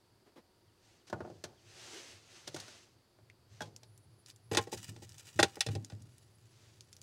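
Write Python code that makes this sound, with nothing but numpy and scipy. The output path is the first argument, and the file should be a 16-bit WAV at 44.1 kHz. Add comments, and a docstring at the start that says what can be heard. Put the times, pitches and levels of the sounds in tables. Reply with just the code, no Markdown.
"""In a quiet yard, split logs are picked off a stone slab, slide through the hand and drop into a
round stone oven pit. They knock on each other and on the wall, scrape along it and land with a thud
that sets the pit's air booming. Below, embers tick, steam whistles faintly out of damp wood and
the draught hums. Shoes shuffle on the paving and a small bird calls far off."""
import sys
import numpy as np
from scipy import signal
from scipy.fft import rfft, irfft, next_fast_len
from scipy.io import wavfile

SR = 44100
rng = np.random.default_rng(int(sys.argv[2]) if len(sys.argv) > 2 else 0)


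def wav_record(signal):
    """Record a signal, one row per channel, as 16-bit PCM in the file named by sys.argv[1]."""
    frames = np.transpose(np.atleast_2d(signal))
    bounded = np.clip(frames, -1, 1)
    # unit amplitude maps onto the largest positive 16-bit level
    quanta = np.round(bounded * 32767).astype(np.int16)
    wavfile.write(sys.argv[1], SR, quanta)


N = 309582
TIME = np.arange(N) / SR
HIT_TIME = TIME[:SR // 2]   # half a second, the room given to one short sound
SHAFT_HZ = 105.2   # lowest note of the air in the pit's shaft
OVER_PIT_S = 3.5   # from here on we listen from above the pit

# The tone of rubbed wood. Each row: frequency in Hz, level in dB.
RUB_SPECTRUM = [(100, -21), (220, -6), (360, -5.5), (560, -2.5), (1000, -6), (2000, -3), (2800, -4),
                (4300, -2.5), (6000, -3.5), (8000, -8.5), (11000, -19.5), (15000, -33)]
# Logs and shaft ringing together. 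Each row: pitch in Hz, level in dB, ring time in seconds.
# A ring time (t60) is how long a sound takes to fall by 60 dB.
PIT_RINGS = [(795, -2.5, .13), (1395, -2, .05), (1850, -1.5, .05), (1905, 0, .05), (2420, -7, .04),
             (2640, -6, .04), (3520, -5, .05), (3980, -3, .04), (5050, -3, .03)]


def from_db(db):
    """Turn decibels into a gain."""
    return 10 ** (np.asarray(db) / 20)

def rms_one(x):
    """Scale a sound to an average power of 1."""
    return x / np.sqrt(np.mean(x ** 2) + 1e-20)

def unit_hit(x):
    """Scale a hit to an average power of 1 over its first 20 ms."""
    return x / np.sqrt(np.mean(x[:SR // 50] ** 2) + 1e-20)

def at_hz(points, hz, column=1):
    """Read a table at any frequency, blending between its rows."""
    points = np.array(points)
    return np.interp(np.log(hz), np.log(points[:, 0]), points[:, column])

def band(x, low_hz, high_hz, order=2):
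    """Keep the sound between two frequencies."""
    sos = signal.butter(order, [low_hz, min(high_hz, .45 * SR)], "band", fs=SR, output="sos")
    return signal.sosfilt(sos, x + 1e-18)

def fade(t, t60):
    """A gain that falls 60 dB in t60 seconds."""
    return np.exp(-np.log(1000) * t / max(t60, 1e-4))

def onward(s, rise_s=0.036):
    """A gain that rises from 0 to 1, starting at time s."""
    return np.clip((TIME - s) / rise_s, 0, 1)

def drift(rate):
    """A curve that wanders to a new random value `rate` times a second."""
    knots = rng.standard_normal(N // 20)
    return np.interp(TIME * rate, np.arange(len(knots)), knots)

def resonate(x, hz, width_hz):
    """Make a sound ring at one pitch; a narrower width rings longer."""
    r = np.exp(-np.pi * width_hz / SR)
    feedback = [1, -2 * r * np.cos(2 * np.pi * hz / SR), r * r]
    return signal.lfilter(np.array([1, 0, -1]) * (1 - r * r) / 2, feedback, x)

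def coloured(x, spectrum):
    """Give noise the tone in a table, at a power of 1."""
    size = next_fast_len(N)
    hz = np.maximum(np.fft.rfftfreq(size, 1 / SR), 1)
    return rms_one(irfft(rfft(x, size) * from_db(at_hz(spectrum, hz)), size)[:N])

def grains(spread_db):
    """Noise made of tiny contacts of very uneven strength."""
    return rms_one(rng.standard_normal(N) * from_db(spread_db * np.clip(rng.standard_normal(N), -2, 2)))

def strokes(rows):
    """The gain of rubbing strokes: each bites quickly and lets go slowly."""
    return sum(from_db(db) * np.sin(np.pi * np.clip((TIME - s) / length, 0, 1) ** 0.58)
               for s, length, db in rows)

def add(out, s, sound):
    """Mix a sound in at time s."""
    start = int(s * SR)
    out[start:start + len(sound)] += sound[:N - start]

def yard_air():
    """Soft outdoor air with a narrow, distant hiss."""
    # The tone of the air. 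Each row: frequency in Hz, level in dB.
    air_spectrum = [(20, -22.5), (35, -8.5), (200, -6), (290, -7), (350, -1.5), (480, -9), (900, -13.5),
                    (2500, -21.5), (4600, -20), (6200, -25.5), (11000, -27), (16000, -35)]
    air = from_db(-71) * coloured(rng.standard_normal(N), air_spectrum)
    hiss = from_db(-82.5) * rms_one(band(rng.standard_normal(N), 4350, 4950))
    return air + hiss

def draught(far_db=-77.5, beside_db=-71, above_db=-64, beside_pit_s=0.87):
    """The draught hums unsteadily in the shaft, louder the nearer we are."""
    hum = rms_one(resonate(resonate(rng.standard_normal(N), SHAFT_HZ, 21), SHAFT_HZ, 83))
    db = far_db + (beside_db - far_db) * onward(beside_pit_s)
    db += (above_db - beside_db) * onward(OVER_PIT_S)
    return from_db(db + 5.5 * drift(7.1)) * hum

def far_tone(ends_s=0.88):
    """A faint, unsteady tone from beyond the yard."""
    tone = rms_one(band(rng.standard_normal(N), 920, 960))
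    return from_db(-87) * (1 - onward(ends_s)) * tone

def shoes():
    """Shoes shuffle dully on the paving."""
    # Each row: start in seconds, length in seconds, level in dB.
    shuffles = [(.26, 0.05, -64), (.358, 0.056, -57)]
    return strokes(shuffles) * rms_one(band(rng.standard_normal(N), 235, 550, order=1))

def bird(length_s=0.055, from_hz=3800, to_hz=2500):
    """A small bird far off repeats one short, falling note."""
    # Each row: start in seconds, level in dB.
    chirps = [(.66, -78), (.985, -77), (1.56, -72)]
    out, progress = np.zeros(N), np.clip(HIT_TIME / length_s, 0, 1)
    hz = from_hz + (to_hz - from_hz) * progress
    note = np.sin(np.pi * progress) * np.sin(2 * np.pi * np.cumsum(hz) / SR)
    for s, db in chirps:
        add(out, s, from_db(db) * note)
    return out

def sliding(edge_drop_db=18.5, floor_echo_s=.0098):
    """Dry fibres swish through the hand, set the log ringing and echo off the pit floor."""
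    # Each row: fastest moment of a slide in seconds, half its length in seconds, top level in dB.
    slides = [(0.906, 0.16, -68.5), (1.296, 0.4, -72), (1.78, 0.16, -60), (1.957, 0.3, -51),
              (2.37, 0.17, -57.5), (2.661, 0.26, -56.5), (3.564, 0.092, -66.5), (6.636, 0.23, -68)]
    # The sliding log's notes. Each row: pitch in Hz, width in Hz, gain in dB.
    log_notes = [(348, 43, 6), (2770, 420, -10.5), (6270, 110, -6)]
    power = 0
    for s, half_s, db in slides:
        from_middle = np.minimum(np.abs(TIME - s) / half_s, 10)
        power += from_db(db - edge_drop_db * from_middle ** 1.82) ** 2
    fibres = coloured(grains(spread_db=4), RUB_SPECTRUM)
    rub = fibres + sum(from_db(db) * resonate(fibres, hz, width) for hz, width, db in log_notes)
    echo = .45 * np.roll(rub, int(floor_echo_s * SR))
    flicker = from_db(drift(40.18))
    return np.sqrt(power) * flicker * rms_one(rub - echo)

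def scuffing():
    """A log gives a short, gritty rub on bark or stone."""
    # Each row: start in seconds, length in seconds, level in dB.
    scuffs = [(1.069, 0.034, -59.5), (2.471, 0.023, -49.5), (2.56, 0.099, -54.5), (3.61, 0.094, -61.5)]
    return strokes(scuffs) * coloured(grains(spread_db=7), RUB_SPECTRUM)

def clatter(table, crack, crack_s, echo_db, echo_t60):
    """A crack at contact, the dense ring of the wood, then a weak echo that is longer in the bass."""
    out, t = 0, HIT_TIME
    edges_hz = 75 * 2 ** np.arange(0, 8.1, .5)   # half an octave apart
    for low, high in zip(edges_hz, edges_hz[1:]):
        hz = np.sqrt(low * high)
        echo = from_db(echo_db) * fade(t, echo_t60 * (1000 / hz) ** 0.15)
        shape = crack * np.exp(-t / crack_s) + fade(t, at_hz(table, hz, column=2)) + echo
        part = band(rng.standard_normal(len(t)) * shape, low, high)
        out += rms_one(part) * from_db(at_hz(table, hz)) * np.sqrt(high - low)
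    return unit_hit(out)

def ringing(notes, detune, uneven_db=2.5):
    """Logs differ in size, and each blow meets another spot, so the notes ring with new strengths."""
    out, size = 0, 1 + detune * rng.standard_normal()
    for (hz, db, t60), (strength, sign) in zip(notes, rng.standard_normal((len(notes), 2))):
        gain = np.sign(sign) * from_db(db + uneven_db * strength)
        out += gain * np.sin(2 * np.pi * hz / size * HIT_TIME) * fade(HIT_TIME, t60)
    return unit_hit(out)

def log_ring(s):
    """The log being handled at time s rings with its own notes."""
    # Four logs. Each row: pitch in Hz, level in dB, ring time in seconds.
    first_log = [(353.4, 2.5, 0.059), (608, 0.5, 0.046), (731, 0.5, 0.03), (895, -9.5, 0.078),
                 (1056, -8, 0.073), (1444, -4, 0.066), (1728, -7.5, 0.037)]
    thin_log = [(620, -2, .07), (865, -4, .11), (1055, -9, .15), (1540, -1, .05), (1640, 2, .06),
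                (3430, -10, .07)]
    broad_log = [(345, 1, .08), (468, 0, .09), (860, 1, .06), (1066, -3, .11)]
    last_log = [(330, 1, .055), (460, 1, .055), (610, -2, .06), (830, -3, .06), (1460, 0, .05)]
    # Each row: in hand from this second, level above the clatter in dB, the log's notes.
    turns = [(0, 2, first_log), (3.5, 6, thin_log), (4.4, 0, broad_log), (5.3, 0, last_log)]
    _, db, notes = [turn for turn in turns if turn[0] <= s][-1]
    return from_db(db) * ringing(notes, detune=.012)

def knock(body, levels_db, contact_s=0.00049):
    """Shape one blow: blunt contacts feed the bass, hard edges the treble."""
    bass, middle, treble = from_db(levels_db)
    body = body * (1 - np.exp(-HIT_TIME / contact_s))   # the bark gives way before the blow peaks
    return (bass * unit_hit(band(body, 80, 700, order=3))
            + middle * unit_hit(band(body, 700, 2500, order=4))
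            + treble * unit_hit(band(body, 2500, 18000, order=4)))

def yard_knocks():
    """Logs knock and rock on the slab or land in the pit, heard from beside it; the yard walls answer."""
    # Each row: start in seconds, then bass, middle and treble levels in dB.
    hits = [(1.0978, -57, -61, -58.5), (1.2992, -50, -64, -73), (1.4388, -47.5, -52.5, -46.5),
            (2.476, -51.5, -62, -46.5), (2.5437, -43.5, -73, -48.5), (2.562, -74, -51, -50.5),
            (2.6, -74, -71, -49.5), (2.68, -63, -61.5, -60), (3.186, -68.5, -73.5, -85),
            (3.606, -45.5, -44.5, -52), (3.618, -82, -50, -48)]
    # The dense ring of split wood. Each row: frequency in Hz, level in dB, ring time in seconds.
    wood = [(95, 1, 0.55), (255, -6.5, 0.12), (365, -4.5, 0.39), (790, -11, 0.37), (1490, -9, 0.042),
            (2000, -29.5, 0.11), (5080, -16.5, 0.031), (7900, -28, 0.041), (15000, -47, 0.025)]
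    out = np.zeros(N)
    for s, *levels_db in rocking() + hits:
        body = clatter(wood, crack=1.47, crack_s=0.0079, echo_db=-24, echo_t60=1.0)
        add(out, s, knock(body + log_ring(s), levels_db))
    return out

def rocking(start_s=1.1273, first_gap_s=.0766, gap_share=.58):
    """List the knocks of a log rocking to rest: each comes sooner, softer and duller."""
    # Bass, middle and treble in dB: the first knock, and what each next one loses.
    first_db = (-38, -40.5, -59)
    loss_db = (5, 8, 10.4)
    s, rows = start_s, []
    for k in range(4):
        levels_db = np.array(first_db) - k * np.array(loss_db)
        rows.append((s, *levels_db))
        s += first_gap_s * gap_share ** k
    return rows

def judder(hz=394):
    """The log judders at the fastest point of a slide."""
    # Each row: start in seconds, length in seconds, level in dB.
    judders = [(1.922, 0.092, -58)]
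    return strokes(judders) * rms_one(band(rng.standard_normal(N), hz - 50, hz + 50))

def embers():
    """Embers and splinters snap; larger, lower pieces ring longer, and the shaft adds a short tail."""
    # Each row: start in seconds, peak level in dB, pitch in Hz.
    ticks = [(3.2995, -45, 2200), (3.7631, -37, 6150), (3.833, -44, 4270), (3.9774, -47.5, 9200),
             (4.261, -44.5, 5000), (4.3008, -40, 4600), (4.361, -49, 6700), (4.776, -41, 4500),
             (5.0926, -40.5, 6500), (5.121, -45, 5040), (5.1818, -41, 6460), (5.196, -40, 7300),
             (5.8469, -33, 5860), (6.022, -47.5, 6990), (6.1818, -48, 9020), (6.808, -37.5, 5300),
             (6.9288, -40, 5340), (6.966, -45, 5580), (7.0153, -41.5, 6470)]
    out, t = np.zeros(N), HIT_TIME
    for s, db, hz in ticks:
        burst = rng.standard_normal(len(t)) * (fade(t, 0.008) + from_db(-12.5) * fade(t, 0.067))
        snap = band(resonate(burst, hz, hz * hz / 12000), 500, 11000)
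        add(out, s, from_db(db) * snap / np.abs(snap).max())
    return out

def thuds():
    """A log landing on the ash pushes the air of the shaft, which swings at its lowest notes."""
    # Each row: start in seconds, level in dB.
    landings = [(3.655, -45), (4.517, -32.5), (4.583, -46), (4.764, -43.5), (4.887, -36), (5.357, -38.5),
                (5.669, -32.5), (5.686, -26.5), (5.755, -29.5), (5.926, -35), (6.007, -44)]
    out, t = np.zeros(N), HIT_TIME
    swing = np.sin(2 * np.pi * SHAFT_HZ * t) * fade(t, 0.23)
    swing += from_db(-8.5) * np.sin(2 * np.pi * 135 * t) * fade(t, 0.17)
    soft_start = 1 - np.exp(-t / 0.0034)
    for s, db in landings:
        rumble = from_db(-18) * unit_hit(band(rng.standard_normal(len(t)), 140, 300) * fade(t, 0.37))
        add(out, s, from_db(db) * (swing + rumble) * soft_start)
    return band(out, 75, 2000, order=3)

def whistle(levels_db=(-80, -84), fade_s=.04):
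    """A thin, rough jet of steam escapes from damp wood in two wavering spells."""
    # One pitch curve for each spell. Each row: time in seconds, pitch in Hz.
    spells = [
        [(3.78, 10000), (3.84, 9550), (3.94, 10150), (4.03, 9700), (4.11, 10500), (4.22, 9800), (4.335, 10900),
         (4.37, 9700), (4.51, 11300)],
        [(5.95, 10150), (7.0, 9950)],
    ]
    waver_hz = 130 * drift(80) + 170 * drift(900)
    flutter_db = 5.5 * drift(45)
    out = 0
    for curve, db in zip(spells, levels_db):
        s, hz = np.transpose(curve)
        gate = onward(s[0], fade_s) - onward(s[-1], fade_s)
        tone = np.sin(2 * np.pi * np.cumsum(np.interp(TIME, s, hz) + waver_hz) / SR)
        out += gate * from_db(db + flutter_db) * tone
    return out

def pit_knocks():
    """Logs hit the wall and the logs below; each has its own ring, and the shaft rings along. The faint first
    row is no log: it gives body to an ember's snap."""
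    # Each row: start in seconds, then bass, middle and treble levels in dB.
    hits = [(3.8296, -70, -71, -84), (4.5134, -36, -48, -51.5), (4.535, -40.5, -48, -50),
            (4.5478, -40.5, -41.5, -38.5), (4.571, -32, -34.5, -28.5), (4.584, -40.5, -35, -43.5),
            (4.6706, -47.5, -61, -64), (4.726, -40, -58, -63), (4.9624, -58.5, -67, -61.5),
            (5.0205, -54, -72, -64), (5.3902, -27, -26, -40), (5.398, -41, -66, -32),
            (5.4283, -29, -28.5, -25.5), (5.5691, -49, -55.5, -76), (5.6065, -60, -45, -29),
            (5.6637, -43, -55.5, -42.5), (5.686, -49, -52.5, -54), (5.751, -43, -57.5, -49.5),
            (5.899, -63, -62.5, -59.5), (5.9203, -58, -66.5, -66)]
    # The dense ring of wood in the pit. Each row: frequency in Hz, level in dB, ring time in seconds.
    wood = [(105, -6.5, 0.11), (244, -12, 0.077), (332, -2, 0.079), (820, -14.5, 0.086), (1538, -7.5, 0.05),
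            (2080, -20.5, 0.092), (5000, -15, 0.043), (8900, -24.5, 0.038), (10340, -37, 0.049),
            (15000, -47.5, .05)]
    out = np.zeros(N)
    for s, *levels_db in hits:
        body = clatter(wood, crack=0.77, crack_s=0.0071, echo_db=-31, echo_t60=0.48)
        shaft = from_db(-3) * ringing(PIT_RINGS, detune=.007)
        add(out, s, knock(body + log_ring(s) + shaft, levels_db))
    return out

def scraping():
    """Splinters catch on the stone and grit trickles; each ring swells and fades as the contact moves."""
    # A log grazes the wall. Each row: start in seconds, length in seconds, relative level in dB.
    grazes = [(4.268, 0.06, -56.5), (4.515, 0.035, -45.5), (4.605, 0.057, -52.5), (4.717, 0.041, -42),
              (4.762, 0.076, -52), (4.826, 0.039, -50.5), (4.864, 0.059, -52), (5.022, 0.036, -55),
              (5.085, 0.077, -60.5), (5.175, 0.069, -56), (5.245, 0.073, -55.5), (5.555, 0.006, -45.5),
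              (5.708, 0.046, -54)]
    # The tone of grit. Each row: frequency in Hz, level in dB.
    grit_spectrum = [(200, -10), (500, -10), (790, -6), (1000, -10), (1850, -8), (2600, -2.5), (4200, -5),
                     (7200, -2), (10500, -10.5), (15000, -18.5)]
    level = np.hypot(grit_level(), strokes(grazes))
    rub = level * catches() * coloured(grains(spread_db=3.5), grit_spectrum)
    ring = sum(from_db(db + 6 * np.tanh(drift(25))) * resonate(rub, hz, 5 / t60)
               for hz, db, t60 in PIT_RINGS)
    return from_db(-3.5) * shaft_echo(rub + 1.1 * ring, t60=.05, wet_db=-5)

def grit_level(unstirred_db=-91.5, stirred_db=-74.5, settle_db_per_s=26.5):
    """The gain of the grit: logs stir it up, then it settles to the fine crackle of the embers."""
    # Each row: strongest moment in seconds, seconds to rise by 10 dB, relative level in dB.
    stirs = [(4.69, 0.074, -64.5), (5.38, .3, -60)]
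    power = (from_db(unstirred_db) * onward(OVER_PIT_S)) ** 2
    power += (from_db(stirred_db) * onward(stirs[0][0])) ** 2
    for s, rise_s, db in stirs:
        drop_db = np.maximum(10 * (s - TIME) / rise_s, settle_db_per_s * (TIME - s))
        power += from_db(db - drop_db) ** 2
    return np.sqrt(power)

def catches(per_s=520, catch_s=.0016, spread_db=5, drag=.45):
    """Stick and slip: sudden catches of uneven strength die at once, over a weak steady drag."""
    slips = (rng.random(N) < per_s / SR) * from_db(spread_db * np.clip(rng.standard_normal(N), -2, 2))
    pulses = signal.lfilter([1], [1, -np.exp(-1 / (catch_s * SR))], slips + 1e-18)
    return rms_one(drag + pulses)

def shaft_echo(x, t60, wet_db):
    """Sound bounces round the stone wall and leaves a short, dense echo."""
    response = rng.standard_normal(len(HIT_TIME)) * fade(HIT_TIME, t60)
    return x + from_db(wet_db) * signal.fftconvolve(x, response / np.linalg.norm(response))[:N]

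def scene():
    """Add the logs, the fire and the yard together in one channel."""
    logs = yard_knocks() + pit_knocks() + thuds() + scraping() + sliding() + judder() + scuffing()
    return (logs + shoes() + embers() + whistle() + bird() + far_tone() + yard_air() + draught())[None]

def record(dry, cutoff_hz=15900):
    """Cut off the highest treble steeply."""
    return signal.sosfilt(signal.ellip(10, .1, 70, cutoff_hz, fs=SR, output="sos"), dry)


dry = scene()
out = record(dry)
wav_record(out)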